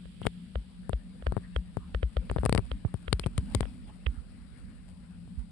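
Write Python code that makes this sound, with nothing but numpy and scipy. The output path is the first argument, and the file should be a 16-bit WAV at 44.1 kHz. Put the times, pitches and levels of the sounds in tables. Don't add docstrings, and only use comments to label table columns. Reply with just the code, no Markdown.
import sys
import numpy as np
from scipy import signal
from scipy.fft import rfft, irfft, next_fast_len
from scipy.io import wavfile
from scipy.ndimage import uniform_filter1d, map_coordinates

SR = 44100
rng = np.random.default_rng(int(sys.argv[2]) if len(sys.argv) > 2 else 0)


def store_wav(level_fs):
    pcm = np.round(np.clip(np.atleast_2d(level_fs), -1, 1) * 32767)
    wavfile.write(sys.argv[1], SR, pcm.T.astype(np.int16))


N = 242991
TIME = np.arange(N) / SR
AGE = np.arange(SR // 6) / SR
HZ = np.fft.rfftfreq(next_fast_len(N + SR // 2), 1 / SR)


def amp(db):
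    return 10 ** (np.asarray(db) / 20)


def unit(x):
    return x / np.sqrt(np.mean(x ** 2) + 1e-20)


def crest(x):
    return x / np.abs(x).max()


def panned(db, lean_db):
    return amp(db + np.minimum([[lean_db], [-lean_db]], 0))


def add(track, s, sound):
    start = round(s * SR)
    track[:, start:start + sound.shape[-1]] += sound[:, :N - start]


def swells(rows):
    return sum(amp(db) * np.exp(-((TIME - s) / half_length) ** 2) for s, half_length, db in rows)


def wobble(rate):
    points = rng.standard_normal(int(N * rate / SR) + 4)
    return map_coordinates(points, [TIME * rate])


def gains(colour, hz):
    pitches, *sides = np.transpose(colour)
    return amp([np.interp(np.log(hz + 1), np.log(pitches), side) for side in sides])


def through(x, colour):
    size = 2048
    cepstrum = irfft(np.log(gains(colour, np.fft.rfftfreq(size, 1 / SR)) + 1e-6))
    fold = np.r_[1, np.full(size // 2 - 1, 2), 1, np.zeros(size // 2 - 1)]
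    response = irfft(np.exp(rfft(cepstrum * fold)))
    return signal.fftconvolve(np.atleast_2d(x), response, axes=1)[:, :x.shape[-1]]


def noise(gain, alike=0):
    white = rng.standard_normal((3, 2 * len(HZ) - 2))
    pair = np.sqrt(1 - alike) * white[:2] + np.sqrt(alike) * white[2]
    return irfft(rfft(pair) * gain)[:, :N] * np.sqrt(SR / 2)


def narrow(hz, width_hz, alike):
    return unit(noise(1 / (1 + ((HZ - hz) / width_hz) ** 2 / 2) ** 2, alike))


def patchy(x, depth_db):
    spectrum = signal.stft(x, nperseg=512)[2]
    patches = uniform_filter1d(rng.standard_normal(spectrum.shape[1:]), size=4, axis=0)
    patches = uniform_filter1d(patches, size=12, axis=1)
    return signal.istft(spectrum * unit(amp(depth_db * unit(patches))), nperseg=512)[1][:, :N]


def spot(x, spread_db=2):
    hz = np.geomspace(300, 15000, num=14)
    return through(x, np.c_[hz, spread_db * rng.standard_normal((len(hz), 2))])


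def ring(tones, scatter, wave=np.sin):
    chance = rng.standard_normal((len(tones), 2))
    return crest(sum(amp(db + louder - 60 * AGE / fade) * wave(2 * np.pi * hz * (1 + scatter * up) * AGE)
                     for (hz, db, fade), (louder, up) in zip(tones, chance)))


def slip(lead_s, grit_db, rise_s, fall_s):
    t = AGE - lead_s
    grit = signal.lfilter([1, -.6], 1, rng.standard_normal(len(t)))
    force = amp(grit_db - 60 * np.maximum(-t / rise_s, t / fall_s)) * grit
    force[round(lead_s * SR)] += 1
    return force


def release(tones, lead_s, pull, build_s, soft_hz, order=2):
    suction = -pull * np.exp((AGE[AGE < lead_s] - lead_s) / build_s)
    swing = np.r_[suction, ring(tones, scatter=.06, wave=np.cos)][:len(AGE)]
    soften = signal.butter(order, soft_hz, fs=SR, output="sos")
    return crest(signal.sosfilt(soften, swing))


def shudder(hz=68, sag=4.0, swell_s=0.0023, life_s=0.041):
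    phase = 2 * np.pi * hz * (1 + 0.036 * rng.standard_normal()) * AGE / (1 + sag * AGE)
    return crest(np.sin(phase) * (1 - np.exp(-AGE / swell_s)) * np.exp(-(AGE / life_s) ** 2))


# (pitch [Hz], left [dB], right [dB])
MIC_COLOUR = [(97.4, -68, -105), (494, -93.5, -112), (890, -103, -107), (2680, -103, -107),
              (4140, -102, -114), (8600, -105, -106), (11100, -107, -106), (14100, -128, -122)]
# (pitch [Hz], left [dB], right [dB])
HISS_COLOUR = [(1000, -125, -118), (3400, -108, -97), (10600, -114, -104.5), (14000, -130, -112)]
# (middle [s], half length [s], level [dB])
HISS_SWELLS = [(0.2, 0.61, 5.5), (2.15, 1, 0.5)]

def hiss():
    return noise(gains(MIC_COLOUR, HZ)) + swells(HISS_SWELLS) * noise(gains(HISS_COLOUR, HZ))


# (pitch [Hz], width [Hz], level [dB])
HUM_BANDS = [(183.8, 19, -54), (208, 37, -62.5), (236.8, 3.1, -63)]
# (time [s], level [dB])
HUM_LEVELS = [(.5, 6.5), (2, 2.5), (4.6, -2.5), (5.3, 4.5)]

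def hum(line_hz=176.9):
    drone = sum(amp(db) * narrow(hz, width, alike=0.95) for hz, width, db in HUM_BANDS)
    pitch = line_hz + 3 * wobble(6)
    line = amp(-52 + 3 * wobble(5)) * np.sin(2 * np.pi * np.cumsum(pitch) / SR)
    level_db = np.interp(TIME, *np.transpose(HUM_LEVELS))
    return (drone + line) * amp(level_db) * amp([[1.5], [-2.5]])


# (middle [s], half length [s], pitch [Hz], level [dB])
FAINT_SQUEAKS = [(1.449, 0.0175, 1880, -57), (1.828, 0.035, 1154, -59.5), (3.895, 0.017, 784, -55)]

def squeaks():
    return sum(swells([(s, half_length, db)]) * narrow(hz, width_hz=210, alike=0.44)
               for s, half_length, hz, db in FAINT_SQUEAKS)


# (middle [s], half length [s], level [dB])
SLEEVE_SLIDES = [(4.38, 0.16, -69.5), (4.68, 0.22, -66)]

def sleeve():
    rasp = patchy(narrow(hz=1820, width_hz=650, alike=0.17), depth_db=-2.0)
    return panned(0, lean_db=16) * swells(SLEEVE_SLIDES) * amp(2.1 * wobble(18)) * rasp


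# (middle [s], half length [s], pitch [Hz], level [dB])
NAIL_SCRAPES = [(0.233, 0.0041, 3330, -40), (0.255, 0.018, 3300, -49.5), (3.24, 0.0053, 2820, -36.5),
                (4.065, 0.0023, 2730, -28)]

def scrapes():
    rasps = sum(swells([(s, half_length, db)]) * narrow(hz, width_hz=500, alike=0.044)
                for s, half_length, hz, db in NAIL_SCRAPES)
    return panned(0, lean_db=-15) * rasps


# (time [s], effort [dB])
GRIP_EFFORT = [(0.0, -73.5), (2.16, -68.5), (2.45, -64), (2.83, -66.5), (3.41, -63), (3.95, -65.5),
               (5.5, -71)]
# (middle [s], half length [s], level [dB])
SKIN_SLIDES = [(0.245, 0.038, 6), (1.33, 0.39, -2), (3.555, 0.086, 11.5), (3.89, 0.018, 6)]
# (pitch [Hz], left [dB], right [dB])
RUMBLE_COLOUR = [(21.6, -105, -82), (45.3, -60.5, -54.5), (57, -95, -54.5), (106, -88.5, -70.5),
                 (182, -68.5, -73.5), (252, -71.5, -73), (410, -110, -110)]
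# (pitch [Hz], left [dB], right [dB])
BRUSH_COLOUR = [(99, -100, -100), (346, -110, -90.5), (508, -87.5, -97), (790, -108, -94.5),
                (1398, -93, -101), (2760, -102, -104), (8950, -112, -124)]
# (pitch [Hz], left [dB], right [dB])
RUSTLE_COLOUR = [(203, -37, -4), (583, 19, -29), (3200, 6.5, 2), (14600, 9.5, -32)]

def hand(grains_per_s=600):
    grip_db = np.interp(TIME, *np.transpose(GRIP_EFFORT))
    grip_db -= grip_db.mean()
    sliding = swells(SKIN_SLIDES)
    shaking = np.hypot(amp(-3.5 + 1.17 * grip_db), amp(-10) * sliding)
    brushing = np.hypot(amp(-1.5 + 0.77 * grip_db), sliding)
    rumble = shaking * amp(3.2 * wobble(7.3)) * noise(gains(RUMBLE_COLOUR, HZ), alike=0.81)
    brush = brushing * amp(1.6 * wobble(28)) * noise(gains(BRUSH_COLOUR, HZ), alike=.25)
    catches = rng.random(N) < grains_per_s / SR
    grains = catches * amp(5 * rng.standard_normal(N) + 4 * wobble(35))
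    rustle = amp(-65.5) * brushing ** 1.4 * unit(through(grains, RUSTLE_COLOUR))
    return rumble + patchy(brush, depth_db=4.5) + rustle


# (time [s], level [dB])
HAND_JOLTS = [(4.174, -25.5), (5.376, -21)]

def jolts():
    out = np.zeros((2, N))
    for s, db in HAND_JOLTS:
        add(out, s, panned(db, lean_db=-20) * shudder())
    return out


# (time [s], pitch [Hz], level [dB])
PORT_CLACKS = [(0.2692, 700, -13), (2.4619, 960, -9.5), (2.552, 654, -22), (2.583, 495, -12),
               (3.632, 720, -22)]

def clacks(fade_s=0.0036):
    out = np.zeros((2, N))
    onset = 1 - np.exp(-AGE / 0.00017)
    for s, hz, db in PORT_CLACKS:
        drop = -crest(ring([(hz, 0, fade_s)], scatter=0.036) * onset)
        add(out, s, panned(db, lean_db=22) * drop)
    return out


# (time [s], level [dB], lean to the left [dB])
PAD_THUDS = [(2.8482, -14, -19), (2.940, -20, 10.5), (3.1293, -24, 20), (3.261, -20, 10), (3.379, -15, 7.5),
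             (3.5506, -18, 4), (5.275, -39, -3)]
# (pitch [Hz], level [dB], fade time [s])
AIR_TONES = [(100.6, 3.5, 0.054), (390, -12.5, 0.059)]

def thuds(lead_s=.002):
    out = np.zeros((2, N))
    for s, db, lean_db in PAD_THUDS:
        bump = shudder(hz=167.4, sag=31.7, swell_s=0.0044, life_s=0.016)
        puff = release(AIR_TONES, lead_s, pull=0.41, build_s=0.0099, soft_hz=1030)
        add(out, s, panned(db, lean_db) * (bump + amp(-4) * puff))
    return out


# (time [s], air level [dB], crack level [dB])
FINGER_POPS = [(0.2172, -21.5, -30.5), (0.254, -17, -26), (0.895, -13.5, -20.5), (1.3228, -14.5, -26.5),
               (1.3675, -10.5, -28.5), (1.3772, -20, -34), (1.7702, -12.5, -26.5), (2.3141, -13.5, -23.5),
               (2.3627, -10.5, -29), (2.369, -15.5, -44), (2.434, -12, -34), (2.444, -22, -30),
               (2.5606, -14.5, -21.5), (2.5829, -6.5, -28.5), (2.592, -16.5, -26), (2.942, -25.5, -25.5),
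               (3.268, -16, -15)]
# (pitch [Hz], left [dB], right [dB])
SNAP_COLOUR = [(150, -10, -12), (900, 1, 2), (4000, -3, -8), (8000, -5, -8.5), (15000, -10, -9)]

def pops(lead_s=.002):
    out = np.zeros((2, N))
    treble_dip = [(2500, 0, 0), (5000, -7, -7), (9000, 0, 0), (13000, -1, -1)]
    for s, air_db, crack_db in FINGER_POPS:
        air = release(AIR_TONES, lead_s, pull=0.51, build_s=0.00072, soft_hz=1275, order=3)
        force = slip(lead_s, grit_db=-3, rise_s=.005, fall_s=.002)
        crack = through(-crest(through(force, SNAP_COLOUR)), treble_dip)
        add(out, s - lead_s, panned(air_db, lean_db=22) * air + panned(crack_db, lean_db=38) * crack)
    return out


# (time [s], shudder level [dB], tick level [dB])
CASE_KNOCKS = [(0.056, -39, -36.5), (0.5565, -20, -18), (0.932, -18, -16), (1.2246, -32, -30),
               (1.268, -16.5, -10.5), (1.563, -17.5, -9.5), (1.9475, -18.5, -12.5), (2.0304, -15.5, -15.5),
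               (2.169, -16, -14.5), (2.299, -22, -15.5), (2.385, -19, -18), (2.716, -22, -14),
               (3.081, -24, -16.5), (3.2386, -31.5, -29), (3.6298, -25, -22.5), (3.655, -30.5, -29),
               (4.0668, -15, -13.5)]
# (time [s], shudder's lean to the left [dB], tick's treble [dB])
KNOCK_CHANGES = [(2.7, 4, -0.5), (3.55, 15, -10), (4.06, -8.5, -6)]
# (pitch [Hz], left [dB], right [dB])
TICK_COLOUR = [(208, -20, -20), (600, -16, 12.5), (830, -32, 1), (1220, -5, 11), (2040, -9.5, 5),
               (3560, -4, 1), (4970, -22, 0.5), (8900, -22, -20.5), (14900, -59, -41)]
# (pitch [Hz], level [dB], fade time [s])
CASE_TONES = [(1220, -3.5, 0.0022), (1920, -9, 0.0098), (3180, -4.5, 0.0039)]
# (pitch [Hz], level [dB], fade time [s])
HOLLOW_TONE = [(507, 0, 0.01)]

def knocks(lead_s=.006):
    out = np.zeros((2, N))
    times, leans, trebles = np.transpose(KNOCK_CHANGES)
    hollow_onset = 1 - np.exp(-(AGE / 0.002) ** 2)
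    for s, shudder_db, tick_db in CASE_KNOCKS:
        force = slip(lead_s, grit_db=-20, rise_s=.018, fall_s=.012)
        case = ring(CASE_TONES, scatter=.045)
        tick = crest(through(force, TICK_COLOUR))
        tick[1] += 0.85 * crest(signal.fftconvolve(force, case)[:len(AGE)])
        treble_db = np.interp(s, times, trebles)
        tick = through(tick, [(3400, 0, 0), (4000, treble_db, treble_db)])
        sides = panned(shudder_db, np.interp(s, times, leans))
        hollow = -amp(-1) * crest(ring(HOLLOW_TONE, scatter=0.036) * hollow_onset)
        add(out, s - lead_s, amp(tick_db) * crest(spot(tick)))
        add(out, s - .0011, sides * np.outer([1, 0], hollow))
        add(out, s - .0005, sides * shudder())
    return out


def catch(lead_s, early_s=0.00118, width_s=0.00007):
    ahead_s = early_s * (1 + .08 * rng.standard_normal())
    pull = np.exp(-((AGE - lead_s + ahead_s) / width_s) ** 2)
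    return -amp(-6) * pull / (pull.sum() + 1e-12)


# (time [s], snap level [dB], snap's treble [dB],
# snap's lean to the left [dB], push level [dB], push's lean to the left [dB])
GRIP_CLICKS = [(0.2644, -17, 6.5, -6, -23, 8), (0.2686, 2, -10.5, 16, -6, 38),
               (2.453, -16, 7.5, 13, -12, 25), (2.4608, -7, 3.5, 7, -8.5, 11.5),
               (2.4951, -8, -1.5, 1, -8, 13.5), (2.5267, 0.5, -4.5, 13, -6, 17),
               (2.55, -3, -2.5, 22, -7, 12.5), (2.5781, 0.5, -8, 16, -19, 28),
               (3.1291, 4.5, -5, 15.5, -7.5, 10.5), (3.1966, -4.5, -2, 13.5, -18, 10.5),
               (3.2625, -11.5, -4, 18, -13, 17), (3.3798, -2.5, -4.5, 12.5, -35, -1),
               (3.5493, -2, 4, 11, -8.5, 13.5), (3.6078, -3, -5.5, 29.5, -11, 8.5)]
# (pitch [Hz], level [dB], fade time [s])
PUSH_TONES = [(95, 9.5, 0.036), (171, 0.5, 0.0079), (400, -1.5, 0.027)]

def clicks(lead_s=.003, push_early_s=0.00027):
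    out = np.zeros((2, N))
    for s, snap_db, treble_db, snap_lean_db, push_db, push_lean_db in GRIP_CLICKS:
        force = slip(lead_s, grit_db=-17, rise_s=.006, fall_s=.007) + catch(lead_s)
        snap = spot(through(force, SNAP_COLOUR))
        snap /= np.abs(snap).max(axis=1, keepdims=True)
        snap = through(snap, [(3800, 0, 0), (5340, treble_db, treble_db)])
        push = release(PUSH_TONES, lead_s, pull=0.35, build_s=0.0017, soft_hz=830)
        add(out, s - lead_s, panned(snap_db, snap_lean_db) * snap)
        add(out, s - lead_s - push_early_s, panned(push_db, push_lean_db) * push)
        add(out, s + lead_s, panned(push_db - push_lean_db - 3, lean_db=0) * shudder())
    return out


def scene():
    contacts = knocks() + jolts() + thuds() + pops() + clicks() + clacks()
    return contacts + hand() + sleeve() + scrapes() + squeaks() + hum() + hiss()


# (pitch [Hz], left [dB], right [dB])
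PORT_COLOUR = [(3200, -2.5, -2.5), (4840, -2, -13.5), (5860, -13.5, -30), (6210, -19.5, -30),
               (7940, -1, -12.5), (9060, 1.5, -32), (10520, -5.5, -8.5), (11700, -28, -23.5),
               (16700, -28.5, -28.5)]

def record(dry):
    low_cut_hz, high_cut_hz = 40, 16000
    bass_cut = HZ ** 4 / np.hypot(HZ ** 4, low_cut_hz ** 4)
    spectrum = rfft(through(dry, PORT_COLOUR), 2 * len(HZ) - 2)
    return irfft(spectrum * bass_cut * (HZ < high_cut_hz))[:, :N]


dry = scene()
out = record(dry)
store_wav(out)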